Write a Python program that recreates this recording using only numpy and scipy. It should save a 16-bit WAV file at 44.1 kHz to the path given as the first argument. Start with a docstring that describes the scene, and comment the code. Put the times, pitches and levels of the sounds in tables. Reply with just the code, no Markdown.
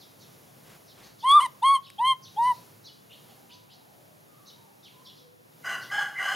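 """Outdoors, among reflecting walls and ground, a baby monkey close to the microphone gives four arched coos.
Each is a nearly pure gliding tone with overtones let out by the mouth; the voice cracks in the first.
Small birds chirp in two-voiced glides, faint calls drift from afar, and a hand brushes fur as soft noise.
A low hum, outdoor noise and hiss lie under everything. Near the end another animal, perhaps a rooster,
starts a hoarse call in three syllables, part shaky tone and part throat-ringing rasp."""
import sys
import numpy as np
from scipy import signal
from scipy.fft import rfft, irfft
from scipy.io import wavfile
from scipy.ndimage import uniform_filter1d, map_coordinates

SR = 44100
rng = np.random.default_rng(int(sys.argv[2]) if len(sys.argv) > 2 else 0)


def inscribe(sig):
    """Save sig as 16-bit PCM at rate SR to the path in sys.argv[1].

    A 1-D sig is mono; a 2-D sig holds one channel per row.
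    Samples are clipped to [-1, 1] before scaling.
    """
    pcm = np.round(np.clip(np.atleast_2d(sig).T, -1, 1) * 32767)
    wavfile.write(sys.argv[1], SR, pcm.astype(np.int16))


N = 280035
TIME = np.arange(N) / SR

# air rushing through the glottis, also colouring the lip smack: (frequency [Hz], relative density [dB/Hz])
RASP_OUTLINE = [(600, -22.5), (1100, -6), (1700, -1.5), (3200, -5.5), (4500, -7.5), (7500, -11.5),
                (8600, -1), (9800, -15), (11000, -12), (15000, -27)]
# hoarse call: (start [s], length [s], attack [s], top pitch [Hz], level, 3 dB above that in the middle [dB],
# clear share in the middle [0-1], squeal length [s], squeal level [dB])
CALL_SYLLABLES = [(5.629, 0.14, 0.037, 763.7, -29.5, 0.1, 0.12, -39),
                  (5.9, 0.14, 0.027, 837, -25.5, 0.79, 0.0086, -35.5),
                  (6.149, 0.4045, 0.074, 795.4, -26.5, 0.23, 0.081, -28)]
REST_HZ = 769  # pitch at which the hoarse throat keeps its resting resonances


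def undb(db):
    """Decibels to gain."""
    return 10 ** (np.asarray(db) / 20)


def unit(x):
    """Scale to rms 1."""
    return x / np.sqrt(np.mean(x ** 2))


def shape(hz, points):
    """Gain at hz of a (frequency [Hz], level [dB]) outline."""
    f, db = np.transpose(points)
    return undb(np.interp(np.log(hz + 1), np.log(f), db))


def noise(points):
    """Noise with the given spectral outline, rms 1."""
    spectrum = rfft(rng.standard_normal(N))
    return unit(irfft(spectrum * shape(np.fft.rfftfreq(N, 1 / SR), points), N))


def resonate(x, modes):
    """Pass x through steep parallel resonances (centre [Hz], width [Hz], gain [dB])."""
    f = np.fft.rfftfreq(N, 1 / SR) + 1  # kept off zero
    gain = sum(undb(db) / (1 + ((f * f - hz * hz) / (f * width)) ** 2) for hz, width, db in modes)
    return irfft(rfft(x) * gain, N)


def wobble(rate):
    """Smooth random drift with about `rate` turns a second, rms 1."""
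    f = np.fft.rfftfreq(N, 1 / SR)
    return unit(irfft(rfft(rng.standard_normal(N)) * np.exp(-(f / rate) ** 2), N))


def swell(start, length):
    """A smooth rise and fall, 0 to 1 to 0."""
    return np.sin(np.pi * np.clip((TIME - start) / length, 0, 1))


def ramp(age, length):
    """A smooth step from 0 to 1."""
    return np.sin(np.pi / 2 * np.clip(age / length, 0, 1)) ** 2


def glides(table, warble):
    """Sliding tones that swell and fade; long ones warble more than short ones."""
    out = np.zeros(N)
    for start, length, from_hz, to_hz, db in table:
        on = (TIME > start) & (TIME < start + length)
        progress = (TIME[on] - start) / length
        hz = (from_hz + (to_hz - from_hz) * progress) * (1 + length * warble[on])
        phase = 2 * np.pi * np.cumsum(hz) / SR
        out[on] += undb(db) * np.sin(np.pi * progress) * np.sin(phase)
    return out


def yard(x, wet_db, delay_s, t60, width):
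    """Direct sound plus scattered reflections from walls and ground; two channels."""
    t = TIME[:SR]
    tail = rng.standard_normal((2, SR)) * undb(-60 * t / t60) * (t > delay_s)
    tail /= np.sqrt(np.sum(tail ** 2, axis=1, keepdims=True))
    mid, side = (undb(wet_db) * signal.fftconvolve(x, h)[:N] for h in tail)
    return np.array([x + mid + width * side, x + mid - width * side])


def background():
    """Narrow bands of noise waver as a low hum under wavering outdoor noise and a hiss differing by side."""
    # noise common to both sides, and noise opposed between them: (frequency [Hz], relative density [dB/Hz])
    mid_outline = [(35, -47), (75, -11.5), (130, 3), (280, -4.5), (520, -5.5), (900, -10), (1700, -16.5),
                   (4500, -17.5), (7100, -18), (7800, -24.5), (9000, -20.5), (10000, -19.5), (10700, -14.5),
                   (15000, -20.5)]
    side_outline = [(30, -39.5), (70, -32.5), (130, -2), (300, 3.5), (550, 2), (1000, -3), (2000, -8),
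                    (5000, -25), (7000, -47), (8500, -13.5), (11000, -18.5), (15000, -34.5)]
    # low hum: (centre [Hz], width [Hz], level before the common trim [dB])
    hum_bands = [(109.1, 14, -70), (147.8, 22, -68), (196.6, 8, -75)]
    trim_db, swell_db = -2.5, 7
    hum = np.zeros(N)
    for hz, width, db in hum_bands:
        hum += undb(db) * unit(resonate(rng.standard_normal(N), [(hz, width, 0)]))
    hum *= undb(trim_db + swell_db * swell(1.54, length=1.5))  # the hum swells once
    mid = undb(-56.5) * noise(mid_outline) * undb(2.3 * wobble(1.6))
    side = undb(-59) * noise(side_outline)
    return hum + mid + np.array([side, -side])


def far_calls():
    """Wavering gliding tones from a distance, with strong reverberation."""
    # faint calls: (start [s], length [s], start pitch [Hz], end pitch [Hz], level [dB])
    calls = [(3.23, 0.25, 784.3, 796, -62.5), (3.47, 0.15, 966, 994, -59.5), (3.6, 0.76, 771, 627.5, -63),
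             (4.27, 0.24, 1228, 1109, -63), (4.52, 0.27, 985, 763.4, -61.5), (4.9, 0.21, 1001, 1029, -59.5),
             (5.15, 0.21, 500, 495.5, -60)]
    return yard(glides(calls, 0.166 * wobble(60)), wet_db=-3, delay_s=0.0143, t60=0.96, width=0.4)


def birds():
    """The two sides of the syrinx sing warbling glides together, heard with strong reflections."""
    # chirps, lower voice: (middle [s], pitch [Hz], glide [octaves], level [dB])
    chirps = [(0.026, 4060, -0.46, -55), (.225, 3905, -0.94, -56.5), (0.897, 3725, -0.74, -57),
              (1.05, 4070, .5, -55.5), (1.217, 3704, -0.39, -53), (1.86, 3520, -0.37, -52),
              (2.255, 3620, -1, -50), (2.448, 4200, -.4, -51.5), (2.558, 4180, -0.45, -57.5),
              (2.871, 3730, -0.86, -49), (3.128, 3000, 0.74, -52.5), (3.31, 3350, 0.46, -62.5),
              (3.525, 3440, 0.81, -52.5), (3.724, 3450, 0.74, -56), (4.489, 3930, -.5, -52),
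              (4.86, 2998, -0.79, -52), (5.078, 3460, -0.61, -50), (5.189, 3973, -.4, -58.5),
              (5.833, 3900, -.4, -49.5)]
    chirp_s = .074
    interval = 1.3  # pitch ratio of the upper voice to the lower
    lower, upper = [], []
    for middle, hz, glide, db in chirps:
        start = middle - chirp_s / 2
        from_hz, to_hz = hz / 2 ** (glide / 2), hz * 2 ** (glide / 2)
        lower.append((start, chirp_s, from_hz, to_hz, db))
        upper.append((start, chirp_s, from_hz * interval, to_hz * interval, db - 3))
    song = glides(lower, 1.27 * wobble(150.4)) + glides(upper, 1.6 * wobble(150))
    return yard(song, wet_db=-0.5, delay_s=0.0047, t60=0.49, width=.07)


def hand():
    """Skin brushes over fur: soft noise that follows the stroking pressure and flickers unevenly."""
    # strokes: (start [s], length [s], level [dB])
    strokes = [(0.63, 0.17, -54.5), (0.93, 0.22, -53.5)]
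    # colour of the brushing: (frequency [Hz], relative density [dB/Hz])
    fur_outline = [(100, -0.5), (300, -2.5), (900, -4.5), (3000, -8.5), (6000, -15.5), (12000, -20)]
    pressure = sum(undb(db) * swell(start, length) for start, length, db in strokes)
    return pressure * noise(fur_outline) * undb(0.99 * wobble(60))


def syllables():
    """Gain, pitch and clear share of the hoarse call: each syllable's arch peaks in its middle."""
    swell_db, release_s = 6, 0.0096
    arch_share = .08  # how much lower the pitch is at both ends
    gain, hz, clear = np.zeros(N), np.full(N, 1. * REST_HZ), np.zeros(N)
    for start, length, attack, top_hz, db, clear_share, _, _ in CALL_SYLLABLES:
        on = (TIME > start) & (TIME < start + length)
        age, arch = TIME[on] - start, swell(start, length)[on]
        level = undb(db - swell_db * (1.5 - arch))
        gain[on] = ramp(age, attack) * ramp(length - age, release_s) * level
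        hz[on] = top_hz * (1 - arch_share * (1 - arch))
        clear[on] = clear_share * arch
    return gain, hz, np.clip(clear, 0, 1)


def hoarse_call():
    """A voice swings between a shaky tone and a period-doubled, chaotic rasp ringing the throat."""
    # resonances of the hoarse throat: (centre [Hz], width [Hz], relative gain [dB])
    throat_modes = [(505, 140, -39), (737, 424, -9), (1142, 146, -4), (1540, 230, 5.5), (1976, 98, -2),
                    (2940, 217, -1), (4116, 57, -12.5), (5010, 84, -8.5), (6260, 580, -17.5),
                    (7160, 710, -26.5), (8750, 1650, -26.5), (10560, 250, -24.5), (12900, 330, -25),
                    (14300, 1500, -29)]
    # harmonics of the clear tone: (harmonic number, relative level [dB])
    tone_harmonics = [(1, 1.5), (2, 9), (3, -39.5), (4, -6), (5, -39), (6, -15)]
    throat_follows = .55  # exponent by which the resonances follow the pitch
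    gain, hz, clear = syllables()
    phase = 2 * np.pi * np.cumsum(hz * (1 + 0.016 * wobble(231.6))) / SR
    tone = unit(sum(undb(db) * np.sin(k * phase) for k, (_, db) in enumerate(tone_harmonics, 1)))
    # the tone comes in quick uneven throbs, about 31 a second
    throb = np.sin(2 * np.pi * np.cumsum(31 * (1 + 0.208 * wobble(19.5))) / SR)
    tone *= unit(undb(5.2 * throb + 2.1 * wobble(60)))
    # in the rasp the folds slap shut only on every other swing, and at uneven moments
    slap_phase = np.pi * np.cumsum(REST_HZ * (1 + .07 * wobble(240.9))) / SR
    slaps = unit(sum(np.sin(k * slap_phase) for k in np.arange(1, 31)))
    air = undb(1.5) * rng.standard_normal(N) * (1 + np.cos(2 * slap_phase))
    rasp = unit(resonate((slaps + air) * undb(1.35 * wobble(180)), throat_modes))
    # the throat tightens as the pitch rises: reading the rasp faster lifts its slaps and resonances
    read_at = np.cumsum((hz / REST_HZ) ** throat_follows)
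    rasp = map_coordinates(rasp, [read_at], mode="mirror")
    voice = gain * (np.sqrt(clear) * tone + np.sqrt(1 - clear) * rasp)
    # a squeal, falling from 2050 to 1937 Hz, opens each syllable
    squeals = [(start, length, 2050, 1937, db) for start, *_, length, db in CALL_SYLLABLES]
    voice += glides(squeals, 0.36 * wobble(260)) * undb(1.5 * wobble(170))
    return yard(voice, wet_db=-1.0, delay_s=.006, t60=0.52, width=0.11)


def lip_smack():
    """A tiny wet tick, a fast-dying noise burst, as the monkey's lips part between two coos."""
    age = TIME - 1.902
    burst = (age > 0) * np.exp(-np.abs(age) / 0.0009)
    return undb(-37.5) * burst * noise(RASP_OUTLINE)


def coo_pitch(age, rise, fall, from_hz, top_hz, climb, sag):
    """A quick scoop, a steady climb to the top, a sag and a last drop as the voice lets go."""
    scoop_s, drop_hz, drop_s = .021, 89.8, .01
    line = top_hz - climb * np.maximum(rise - age, 0) - sag * np.maximum(age - rise, 0)
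    scoop = (from_hz - line) * np.exp(-(age / scoop_s) ** 2)
    return line + scoop - drop_hz * np.exp((age - rise - fall) / drop_s)


def monkey():
    """Nearly pure coos swell with pitch; the mouth lets overtones out, and in a crack the folds beat unevenly."""
    # coos, the second row being what follows the crack: (start [s], rise [s], fall [s], attack [s],
    # release [s], start pitch [Hz], top pitch [Hz], climb [Hz/s], sag [Hz/s], level at the top pitch [dB],
    # loss below the top [dB/Hz], second harmonic [dB], upper harmonics [dB], breath [dB],
    # time to open the mouth [s], roughness before squaring [0-1])
    coos = [(1.222, .143, .038, .026, .006, 850, 1205, 1600, 700, -10.2, .07, -41, -28, -45, .07, .25),
            (1.397, .037, .038, .008, .011, 990, 1085, 3600, 2900, -23.8, .035, -37, -29, -44, .01, .58),
            (1.617, .113, .06, .02, .052, 850, 1113, 480, 1400, -16.4, .028, -38, -27, -53, .04, .25),
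            (1.978, .106, .065, .034, .032, 790, 1076, 1700, 600, -21, .015, -37, -30, -56, .09, .25),
            (2.359, .121, .058, .041, .026, 795, 1012, 1080, 750, -21, .005, -38, -39, -60, .12, .05)]
    # third harmonic, one curve for each coo: (time [s], level [dB])
    third_curves = [
        [(1.24, -54), (1.26, -41), (1.31, -19.5), (1.356, -32), (1.398, -35.5)],
        [(1.4, -46), (1.408, -30), (1.458, -45.5), (1.47, -50)],
        [(1.63, -49), (1.66, -29), (1.716, -35), (1.732, -48), (1.758, -27), (1.78, -28)],
        [(2.02, -53), (2.032, -54), (2.052, -30.5), (2.112, -23), (2.14, -37.5)],
        [(2.41, -63.5), (2.46, -45.5), (2.508, -46), (2.535, -63.5)],
    ]
    # throat and mouth, for the fourth harmonic and above: (frequency [Hz], relative gain [dB])
    throat_outline = [(2500, -10.5), (3000, 33), (3550, -2.5), (4000, -21), (4400, -16.5), (4800, -24),
                      (5200, -39.5), (5900, -30.5), (6600, -31), (7900, -41.5), (8600, -28), (9900, -28.5),
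                      (10800, -21.5), (12500, -40), (15000, -45.5)]
    # second tone in the crack: (start [s], length [s], start pitch [Hz], end pitch [Hz], level [dB])
    crack_tone = [(1.384, 0.03, 1343, 1321, -31)]
    # narrow treble resonances that the voice rings: (centre [Hz], width [Hz], gain [dB])
    treble_modes = [(8720, 280, 17), (9480, 70, 7.5)]
    closed_db = -12.5  # mouth gain while the lips are still closed
    press_share = 0.67  # how far the treble follows the level of the third harmonic
    mouth_hz, mouth_width_hz = 2110, 380  # the resonance that the second harmonic sweeps through
    falter_s, falter_db = 0.0084, -9.5  # the fundamental falters as the voice cracks

    jitter, shimmer, flutter, treble_flicker = wobble(260), wobble(90), wobble(260), wobble(119.7)
    rasp, snap_jitter, overtone_flicker = noise(RASP_OUTLINE), wobble(498.9), wobble(80)
    out = glides(crack_tone, 0.49 * wobble(200))
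    falter = falter_db * swell(crack_tone[0][0], falter_s) ** 2
    for coo, third_curve in zip(coos, third_curves):
        start, rise, fall, attack, release, from_hz, top_hz, climb, sag = coo[:9]
        top_db, db_per_hz, second_db, upper_db, breath_db, opening_s, roughness = coo[9:]
        on = (TIME > start) & (TIME < start + rise + fall)
        age = TIME[on] - start
        gate = ramp(age, attack) * ramp(rise + fall - age, release)
        hz = coo_pitch(age, rise, fall, from_hz, top_hz, climb, sag)
        db = top_db - db_per_hz * (top_hz - hz) + falter[on]
        mouth = undb(closed_db * (1 - ramp(age, opening_s)))
        third_db = np.interp(TIME[on], *np.transpose(third_curve))
        press = undb(press_share * (third_db - third_db.max()))
        # the folds settle as the coo goes on
        rough = np.clip(roughness, 0, 1) ** 2 * (1 - ramp(age, rise + fall))
        phase = 2 * np.pi * np.cumsum(hz * (1 + (0.0039 + 0.044 * rough) * jitter[on])) / SR
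        second = mouth * undb(second_db) / (1 + (2 * (2 * hz - mouth_hz) / mouth_width_hz) ** 2)
        overtones = second * np.sin(2 * phase) + undb(third_db) * np.sin(3 * phase)
        overtones *= undb(1.2 * overtone_flicker[on])
        # the highest harmonics come from the snap of the closing folds; an uneven snap blurs them
        snap = np.sqrt(mouth * press) * undb(upper_db + 2.6 * treble_flicker[on])
        snap_phase = phase + (0.03973 + .3 * rough) * snap_jitter[on]
        for k in np.arange(4, 15):
            overtones += snap * shape(k * hz, throat_outline) * np.sin(k * snap_phase)
        voice = np.sqrt(2) * gate * (undb(db) * np.sin(phase) + overtones)
        voice *= 1 + 0.025 * shimmer[on] + .35 * rough * flutter[on]
        # air escapes once a cycle
        breath = undb(breath_db + 1.3 * treble_flicker[on]) * rasp[on]
        air = np.sqrt(gate) * press * breath * (1 + np.cos(phase))
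        out[on] += voice + air
    ring = resonate(out, treble_modes)
    # a nearby wall returns one faint, dull echo
    dull = uniform_filter1d(out, size=6)
    out += undb(-22.5) * np.interp(TIME - .032, TIME, dull, left=0)
    # the treble ring reaches the right side one sample late
    ring_sides = np.array([ring, np.roll(ring, 1)])
    return yard(out, wet_db=-25.5, delay_s=.012, t60=0.33, width=.8) + ring_sides


def scene():
    """All sources at the microphone."""
    return background() + far_calls() + birds() + hand() + hoarse_call() + lip_smack() + monkey()


def record(dry):
    """The microphone drops the deepest bass and leans slightly left; the top is cut off at 15750 Hz."""
    bass_cut = signal.butter(2, 60, "high", fs=SR, output="sos")
    top_cut = signal.ellip(10, .1, 80, 15750, fs=SR, output="sos")
    x = signal.sosfilt(bass_cut, dry) * undb(np.array([[.12], [-.12]]))
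    return signal.sosfilt(top_cut, x)


dry = scene()
out = record(dry)
inscribe(out)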